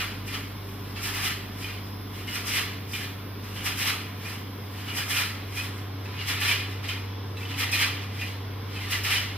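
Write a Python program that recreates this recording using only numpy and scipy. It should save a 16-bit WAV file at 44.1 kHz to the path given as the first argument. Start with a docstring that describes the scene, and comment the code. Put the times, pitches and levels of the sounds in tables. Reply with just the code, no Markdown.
"""A steady motor hum with shaft sidebands and a rush of fans fill a small room: a film scanner runs. Once
a cycle it drags film through the gate in two or three rasping swishes and a smaller one as the loop settles;
the film edge squeaks. Hum and squeaks are sines, fans and film are coloured noise through resonances.
A hand-held camera with two close microphone ports turns from the desk toward the machine."""
import sys
import numpy as np
from scipy import signal
from scipy.fft import rfft, irfft, next_fast_len
from scipy.io import wavfile
from scipy.ndimage import uniform_filter1d, map_coordinates

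SR = 44100
rng = np.random.default_rng(int(sys.argv[2]) if len(sys.argv) > 2 else 0)


def generate_wav(sig):
    """Save sig (samples, or channels by samples) to the path in sys.argv[1] as 16-bit PCM at SR."""
    pcm = np.round(np.clip(np.atleast_2d(sig).T, -1, 1) * 32767).astype(np.int16)
    wavfile.write(sys.argv[1], SR, pcm)


N = 413216

COARSE = 16  # low tones are made at every 16th sample

# Strokes of film through the gate; each cycle creeps in, pulls and settles.
# Each row: time of the rasp's full strength in seconds, rise in seconds, hold in seconds,
# rasp level in dB, hiss level in dB.
STROKES = [ (0.004, 0.024, .001, -28.5, -48), (0.286, 0.032, .001, -42, -41.5),
           (0.34, 0.045, .015, -34, -44), (0.683, 0.074, .07, -59, -54), (0.878, .2, 0.051, -49.5, -58),
           (0.961, .01, .04, -39.5, -57), (1.044, 0.041, 0.044, -33.5, -34),
           (1.165, 0.077, 0.02, -33.5, -36.5), (1.26, 0.089, .008, -27.5, -31),
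           (1.632, 0.1, .015, -41, -42.5), (1.665, .006, .002, -39, -54), (1.697, .03, .005, -43, -61),
           (1.74, .03, .005, -45.5, -65), (1.87, .01, .002, -65, -53), (2.158, 0.06, 0.065, -44.5, -50),
           (2.285, .007, .02, -39, -46), (2.363, 0.066, .005, -32.5, -34),
           (2.483, 0.034, 0.028, -34.5, -32.5), (2.57, 0.1, 0.012, -26, -30.5),
           (2.912, 0.05, .005, -50, -46), (2.935, 0.009, 0.036, -36.5, -39),
           (3.009, 0.064, 0.031, -37.5, -44), (3.453, 0.051, .11, -46, -52),
           (3.562, .015, 0.047, -40.5, -46), (3.667, 0.035, .005, -29, -30.5),
           (3.795, 0.041, .03, -32, -32.5), (3.886, 0.086, .005, -26, -30.5),
           (4.272, 0.1, 0.028, -40.5, -46), (4.327, 0.098, 0.0092, -41.5, -44.5),
           (4.792, 0.15, 0.024, -45, -48.5), (4.9, 0.091, .003, -37, -45),
           (4.984, 0.045, .005, -29.5, -30.5), (5.111, 0.042, 0.016, -30, -30),
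           (5.172, 0.045, 0.042, -27, -30.5), (5.587, 0.084, .003, -35, -36.5),
           (5.64, .05, .005, -38.5, -42), (5.784, 0.055, .005, -48.5, -49), (6.057, .015, 0.0028, -47, -54),
           (6.144, 0.11, .04, -43, -65), (6.213, 0.037, 0.0022, -34, -57),
           (6.296, 0.034, .001, -25.5, -30.5), (6.417, .01, 0.045, -29, -34),
           (6.502, 0.11, 0.019, -24.5, -32), (6.723, .05, .005, -49, -49), (6.846, 0.02, .015, -37.5, -48),
           (6.892, .008, .012, -33, -41.5), (7.383, .015, .02, -48, -51), (7.41, .02, 0.045, -46, -51),
           (7.512, 0.048, 0.0032, -36.5, -47), (7.607, 0.036, .003, -25.5, -31),
           (7.728, .004, 0.033, -29, -31.5), (7.819, 0.097, 0.014, -23.5, -31),
           (8.035, .05, .005, -45, -51), (8.16, 0.059, .03, -45, -51), (8.222, .06, .003, -36.5, -43.5),
           (8.274, .04, 0.027, -42.5, -49), (8.766, 0.11, 0.02, -40.5, -49), (8.812, .02, .07, -39, -50),
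           (8.928, 0.035, .003, -26.5, -31), (9.051, 0.013, 0.035, -28.5, -34),
           (9.125, 0.051, 0.039, -24.5, -31.5), (9.368, 0.043, .001, -44, -60)]


def amp(db):
    """Gain of a level in dB."""
    return np.exp(np.asarray(db) * np.log(10) / 20)


def unit(x):
    """x at rms 1."""
    return x / np.sqrt(np.mean(x ** 2) + 1e-20)


def along(points, hz):
    """A curve through (Hz, value) points, read on a log frequency axis."""
    f, v = np.transpose(points)
    return np.interp(np.log(hz + 1), np.log(f + 1), v)


def curves(rows):
    """One value per sample for each column after the time."""
    s, *cols = np.transpose(rows)
    return [np.interp(np.arange(N) / SR, s, c) for c in cols]


def wobble(rate, step=1):
    """A smooth random curve, rate knots a second, read at every step-th sample."""
    at = np.arange(0, N + 64, 64)
    knots = rng.standard_normal(int(N * rate / SR) + 5)
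    smooth = map_coordinates(knots, [at * rate / SR])
    return np.interp(np.arange(0, N, step), at, smooth)


def filtered(x, response):
    """x times a response of frequency."""
    m = next_fast_len(N + SR // 2)
    hz = np.fft.rfftfreq(m, 1 / SR)
    return irfft(rfft(x, m) * response(hz), m)[..., :N]


def lift(modes, hz):
    """Summed dB lift of resonances, each a centre in Hz, a width in Hz and a lift in dB."""
    return sum(db / (1 + ((hz - centre) / (width / 2)) ** 2) for centre, width, db in modes)


def rush(colour_db, patchy_db, modes=(), drift=0):
    """Stereo noise of rms 1 at the two ports: patches of random gain, resonances that wander and swell."""
    # Two close ports in a diffuse field. Each row: frequency in Hz, left-right likeness from -1 to 1.
    alike = [(30, .99), (92, 1), (140, 1), (210, 0.9), (330, 0.8), (500, 0.51), (770, 0.23), (1170, 0.54),
             (1790, 0.47), (3000, 0.88), (3800, 0.53), (4500, -0.33), (6300, -0.62), (7500, -0.56),
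             (9300, -0.47), (10500, 0.63), (12000, 0.52), (13500, -0.094)]
    hz, _, z = signal.stft(rng.standard_normal((2, N)), SR, nperseg=1024)
    patches = uniform_filter1d(rng.standard_normal(z.shape[1:]), size=3, axis=0)
    patches = uniform_filter1d(patches, size=4, axis=1)
    moving = []
    for centre, width, db in modes:
        wandering = centre * (1 + drift * wobble(9, step=512))
        swelling = db * (1 + .24 * wobble(7, step=512))
        moving.append((wandering, width, swelling))
    gain_db = patchy_db * unit(patches)
    gain_db[:, :N // 512 + 1] += lift(moving, hz[:, None])
    pair = signal.istft(z * amp(gain_db), nperseg=1024)[1][:, :N]

    def mid_side(hz):
        angle = np.arccos(np.clip(along(alike, hz), -1, 1)) / 2
        return amp(colour_db(hz)) * [np.cos(angle), np.sin(angle)]

    mid, side = filtered(pair, mid_side)
    return unit(np.array([mid + side, mid - side]))


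def tone(phase, spread, waver_db):
    """A low sine whose level wanders about rms 1; the room shifts its phase between the ports."""
    ports = np.array([[spread], [-spread]])  # radians
    return np.sqrt(2) * amp(waver_db * wobble(5, step=COARSE)) * np.sin(phase[::COARSE] + ports)


def turned(away_db, facing_db):
    """A gain that follows the camera's turn."""
    # Each row: time in seconds, how far the camera faces the machine from 0 to 1.
    facing = [(0, 0.05), (4.3, 0.05), (5.2, 0.28), (6.1, 0.85), (6.8, 1), (9.37, 0.86)]
    return amp(away_db + (facing_db - away_db) * np.clip(curves(facing)[0], 0, 1))


def motor():
    """Magnetic hum and overtones flanked by multiples of the shaft speed; the far tones waver more."""
    # Motor tones. Each row: hum multiple, shaft multiple, level in dB facing away, level in dB facing it.
    partials = [(1, -1, -55, -53), (1, 0, -39, -35), (1, 1, -55, -61), (1, 2, -58, -56), (1, 3, -62, -63),
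                (2, -2, -59, -64), (1, 5, -54.5, -67), (2, -1, -67, -60), (2, 0, -54, -60),
                (1, 7, -55, -69), (2, 1, -68, -63), (1, 8, -53, -68), (2, 2, -67, -58), (1, 9, -64, -70),
                (2, 3, -68, -60), (3, -2, -62, -61), (2, 5, -50.5, -53), (3, 0, -61, -59), (3, 1, -55, -57),
                (3, 2, -69, -66), (4, -2, -66, -67), (4, -1, -68, -70), (4, 0, -59, -62), (4, 2, -63, -70),
                (4, 3, -64, -67)]
    # A low tone that comes and goes. Each row: time in seconds, level in dB.
    drone = [(0.1, -49), (0.63, -52), (1.12, -50), (2.67, -56), (2.75, -62), (3.72, -51), (4.05, -70),
             (4.25, -62), (4.99, -66), (5.3, -59), (5.6, -55), (6.09, -71), (6.14, -62), (7.08, -57),
             (7.44, -73), (8.18, -65), (8.69, -55), (9.25, -54)]
    # A fan tone. Each row: time in seconds, level in dB.
    whine = [(0, -65), (6.5, -61.5), (6.75, -55.5), (9.37, -56.5)]
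    hum_hz, shaft_hz = 98.03, 15.99
    turn = 2 * np.pi * np.arange(N) / SR  # phase of 1 Hz
    hum = hum_hz * turn + 0.11 * wobble(3.05)
    shaft = shaft_hz * turn + 0.17 * wobble(2.96)
    drone_phase = 47.0 * turn + .3 * wobble(2.8)
    whine_phase = 463.2 * turn + .5 * wobble(4)
    out = amp(curves(drone)[0][::COARSE]) * tone(drone_phase, spread=-0.03, waver_db=0.0)
    out = out + amp(curves(whine)[0][::COARSE]) * tone(whine_phase, spread=.3, waver_db=1.2)
    for k, m, away_db, facing_db in partials:
        loose = abs(k - 1 + m * shaft_hz / hum_hz)  # distance from the main hum
        flip = np.pi * (m < 0)  # uneven rotation bends pitch more than level: lower sidebands turn over
        sine = tone(k * hum + m * shaft + flip, spread=-.009 + .08 * loose, waver_db=.3 + .45 * loose)
        out = out + turned(away_db, facing_db)[::COARSE] * sine
    return signal.resample_poly(out, COARSE, 1, axis=1, padtype="line")[:, :N]


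def fans():
    """Steady cooling air: a broad rush in the cabinet and a thin hiss that leans right."""
    # Colour of the broad rush. Each row: frequency in Hz, relative level in dB per Hz.
    air = [(20, -26), (56, -26), (68, -23), (80, -15.5), (130, -11), (165, -18.5), (213, -21), (250, -20.5),
           (340, -17), (430, -17.5), (650, -20.5), (900, -19), (1490, -22), (2330, -27.5), (3510, -27),
           (4300, -30), (5000, -32.5), (6000, -33.5), (6600, -45), (7500, -105)]
    # Colour of the thin hiss. Each row: frequency in Hz, relative level in dB per Hz.
    fizz = [(5000, -43), (7000, -39), (9000, -13), (12000, 0.5), (14000, 0.5), (15400, 2)]
    # Cabinet resonances. Each row: frequency in Hz, width in Hz, lift in dB.
    casing = [(28, 8, 2), (220, 78, 9), (279.4, 11, 10), (394, 15, 6.5), (418, 23, 4.5), (495, 20, 3.5),
              (728, 14, 6.5), (983, 43, -4), (1046, 154, 4), (1003, 14, 8)]
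    # Air whistling in the vents. Each row: mean frequency in Hz, width in Hz, mean lift in dB.
    vents = [(2220, 140, 5.5), (3430, 200, 4), (5150, 260, 9)]
    # drift is a share of the resonance's pitch
    body = rush(lambda hz: along(air, hz) + lift(casing, hz), patchy_db=0.8, modes=vents, drift=0.018)
    body = turned(away_db=-42.5, facing_db=-41.5) * body
    lean = np.array([turned(-1.1, -.2), turned(2.3, .2)])  # left, right; evens out facing the machine
    thin = lean * rush(lambda hz: along(fizz, hz), patchy_db=1.3)
    return body + turned(away_db=-49, facing_db=-52.5) * amp(0.59 * wobble(6)) * thin


def stroked(level_db, fade, late, idle_db, steeper=1):
    """Gain over time of all strokes: a climb, a hold, a quick release and the room's slower tail."""
    rise_db = 15  # climb within a stroke's rise time, before steeper
    let_go, room_db, dies = fade  # contact release in dB/s, the room's share in dB, its decay in dB/s
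    at = np.arange(0, N + 64, 64)
    s, rise, hold = np.transpose(STROKES)[:3, :, None]
    t = at / SR - s - late
    after = np.maximum(t - hold, 0)
    share = amp(room_db) ** 2
    power = amp(level_db[:, None] + steeper * rise_db * np.minimum(t, 0) / rise) ** 2
    power = power * ((1 - share) * amp(-let_go * after) ** 2 + share * amp(-dies * after) ** 2)
    resting = amp(idle_db + 2.2 * wobble(9.6)) ** 2  # film in the gate between strokes flickers in level
    return np.sqrt(np.interp(np.arange(N), at, power.sum(axis=0)) + resting)


def film():
    """Sliding friction excites the gate plate and the deck; stick and slip make the rasp uneven."""
    # Colours of the rasp, the deck's rumble and the hiss.
    # Each row: frequency in Hz, relative level in dB per Hz.
    rasp_colour = [(900, -22), (1500, -19), (2000, -1), (2460, -3), (3020, -1.5), (3700, -7.5), (4920, -9),
                   (6900, -20.5), (9000, -51)]
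    deck_colour = [(350, -15), (600, -10), (900, -6.5), (1300, 4), (1600, -2), (2200, -12)]
    hiss_colour = [(3500, -85), (5000, 12.5), (6900, 1), (8500, 5.5), (11000, 0), (13000, 3), (14300, 2),
                   (15400, 1)]
    # Gate plate resonances. Each row: mean frequency in Hz, width in Hz, mean lift in dB.
    gate = [(796, 33, 13), (945, 37, 7), (1170, 55, 5.5), (1395, 45, 4.5), (1616, 42, 9), (1772, 100, 9),
            (2040, 37, 3.5), (2350, 33, 4), (2466, 39, 8.5), (2930, 50, 2.5), (3290, 56, 3.5),
            (4100, 110, 5), (4860, 83, 6)]
    # Deck rumble against the rasp, cycle by cycle. Each row: time in seconds, level in dB.
    deck_level = [(0.2, -4), (1.2, -4.5), (2.5, -6.5), (3.8, -5), (5.1, -5), (6.4, -8), (7.7, -8.5),
                  (9.1, -8.5)]
    *_, rasp_db, hiss_db = np.transpose(STROKES)
    slip_db = 0.5 * wobble(45) + 0.5 * wobble(170)

    rasp = rush(lambda hz: along(rasp_colour, hz), patchy_db=1.4, modes=gate, drift=0.01)
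    rasp = stroked(rasp_db, fade=(187, -3, 83), late=0, idle_db=-65) * amp(slip_db) * rasp

    # the deck answers late
    deck = rush(lambda hz: along(deck_colour, hz), patchy_db=2.0, modes=gate, drift=0.01)
    deck_gain = stroked(rasp_db, fade=(210, -1.5, 96), late=0.0038, idle_db=-65)
    deck = deck_gain * amp(curves(deck_level)[0]) * deck

    # the hiss peaks early and climbs faster than the rasp
    hiss = rush(lambda hz: along(hiss_colour, hz), patchy_db=1.8)
    hiss_gain = stroked(hiss_db, fade=(170, -1, 158), late=-0.011, idle_db=-65, steeper=1.33)
    return rasp + deck + hiss_gain * amp(.9 * slip_db) * hiss


def squeaks():
    """The edge catches with a tick, sings a fluttering, gliding tone, then rings out in the room."""
    # The film edge squeaks on a guide. Each row: start in seconds, level in dB, pitch in Hz,
    # length before the ring-out in seconds, glide in Hz per second.
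    catches = [(0.279, -39.5, 2420, 0.012, 0), (0.96, -50, 2640, 0.015, 0), (1.626, -40, 2450, 0.036, 0),
               (1.626, -46, 4900, .015, 0), (1.643, -39, 3050, .008, 0), (2.277, -40, 2915, 0.058, 0),
               (2.277, -42, 2110, .02, 0), (2.487, -42, 2400, .025, -2000), (2.915, -46, 4850, .006, 0),
               (2.934, -38, 2400, 0.03, 0), (2.935, -39, 3060, 0.015, 0), (2.935, -44, 3500, .035, -1500),
               (3.57, -45, 3110, 0.029, 0), (3.605, -45, 2880, .025, 0), (3.796, -44, 2420, .025, -2000),
               (4.250, -39.5, 2420, 0.032, 600), (4.881, -41, 2920, 0.053, -300),
               (4.967, -40, 2920, 0.06, 800), (5.115, -35, 2364, 0.058, 3495),
               (5.172, -32.5, 2460, 0.033, -1500), (5.57, -35, 2390, 0.045, 3198),
               (6.056, -45, 2620, .005, 0), (6.19, -37.5, 2850, 0.03, 800), (6.41, -40, 2450, .03, 0),
               (6.43, -40, 4050, 0.07, 0), (6.512, -24.5, 2350, 0.005, 0), (6.887, -39, 2470, 0.04, 0),
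               (6.883, -37.5, 3050, 0.027, 2000), (6.932, -43, 3140, 0.034, 0), (6.972, -43, 2480, .015, 0),
               (7.369, -45, 3950, 0.008, 2), (7.37, -45, 2640, 0.014, 0), (7.408, -44, 2350, .012, 0),
               (7.428, -41, 2600, 0.012, 6000), (7.452, -39, 3000, .006, 0),
               (7.508, -42, 3000, 0.02, -3000), (7.54, -38, 2550, 0.008, 0), (7.577, -41, 2320, 0.017, 10),
               (7.726, -28.5, 2540, 0.03, -3500), (7.737, -35.5, 4040, 0.022, 1500),
               (8.193, -47, 2430, .015, 0), (8.213, -36, 2433, .03, 500), (8.214, -37.5, 2730, 0.014, 0),
               (8.752, -41, 2600, 0.027, -2500), (8.759, -45, 3060, 0.027, 0), (8.81, -44, 2140, .02, 0),
               (8.92, -45, 3140, .02, 0), (9.052, -46, 1940, .02, 0), (9.115, -29.5, 2400, 0.03, 0),
               (9.152, -30, 2500, 0.01, 0)]
    out, t = np.zeros(N + SR), np.arange(SR // 5) / SR
    tick_band = signal.butter(2, [1800 / SR * 2, 4000 / SR * 2], "band")
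    for s, db, hz, length, glide in catches:
        flutter = unit(uniform_filter1d(rng.standard_normal((2, len(t))), size=200, axis=1))
        cycles = np.cumsum(hz + glide * np.minimum(t, length)) / SR
        ring = (1.35 + .45 * flutter[0]) * np.sin(2 * np.pi * cycles + .45 * flutter[1])
        attack = 1 - np.exp(-t / 0.00078)
        ring_out = amp(-60 * np.maximum(t - length, 0) / 0.091)  # 60 dB in 91 ms
        tick = unit(signal.lfilter(*tick_band, rng.standard_normal(len(t))))
        tick = 0.84 * amp(-60 * t / 0.051) * tick
        out[round(s * SR):][:len(t)] += amp(db) * (ring_out * attack * ring + tick)
    return out[:N]


def scene():
    """All sources at the two ports."""
    return motor() + fans() + film() + squeaks()


def record(dry):
    """The ports differ a little in colour and phase; nothing passes above the band limit."""
    # Each row: frequency in Hz, left above right in dB.
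    level_lean = [(300, -0.2), (1400, -0.7), (3000, -1), (4500, 1), (9500, -1.2), (13000, -0.5)]
    # Each row: frequency in Hz, left trailing right in radians.
    phase_lag = [(500, 0.015), (1500, 0.14), (2600, 0.28), (4000, 0.19), (9000, 0.096), (13000, 0.7)]
    top_hz = 15450

    def port(hz):
        colour = amp(np.outer([.5, -.5], along(level_lean, hz)))
        phase = np.exp(np.outer([-.5j, .5j], along(phase_lag, hz)))
        return colour * phase * (hz < top_hz)

    return filtered(dry, port)


dry = scene()
out = record(dry)
generate_wav(out)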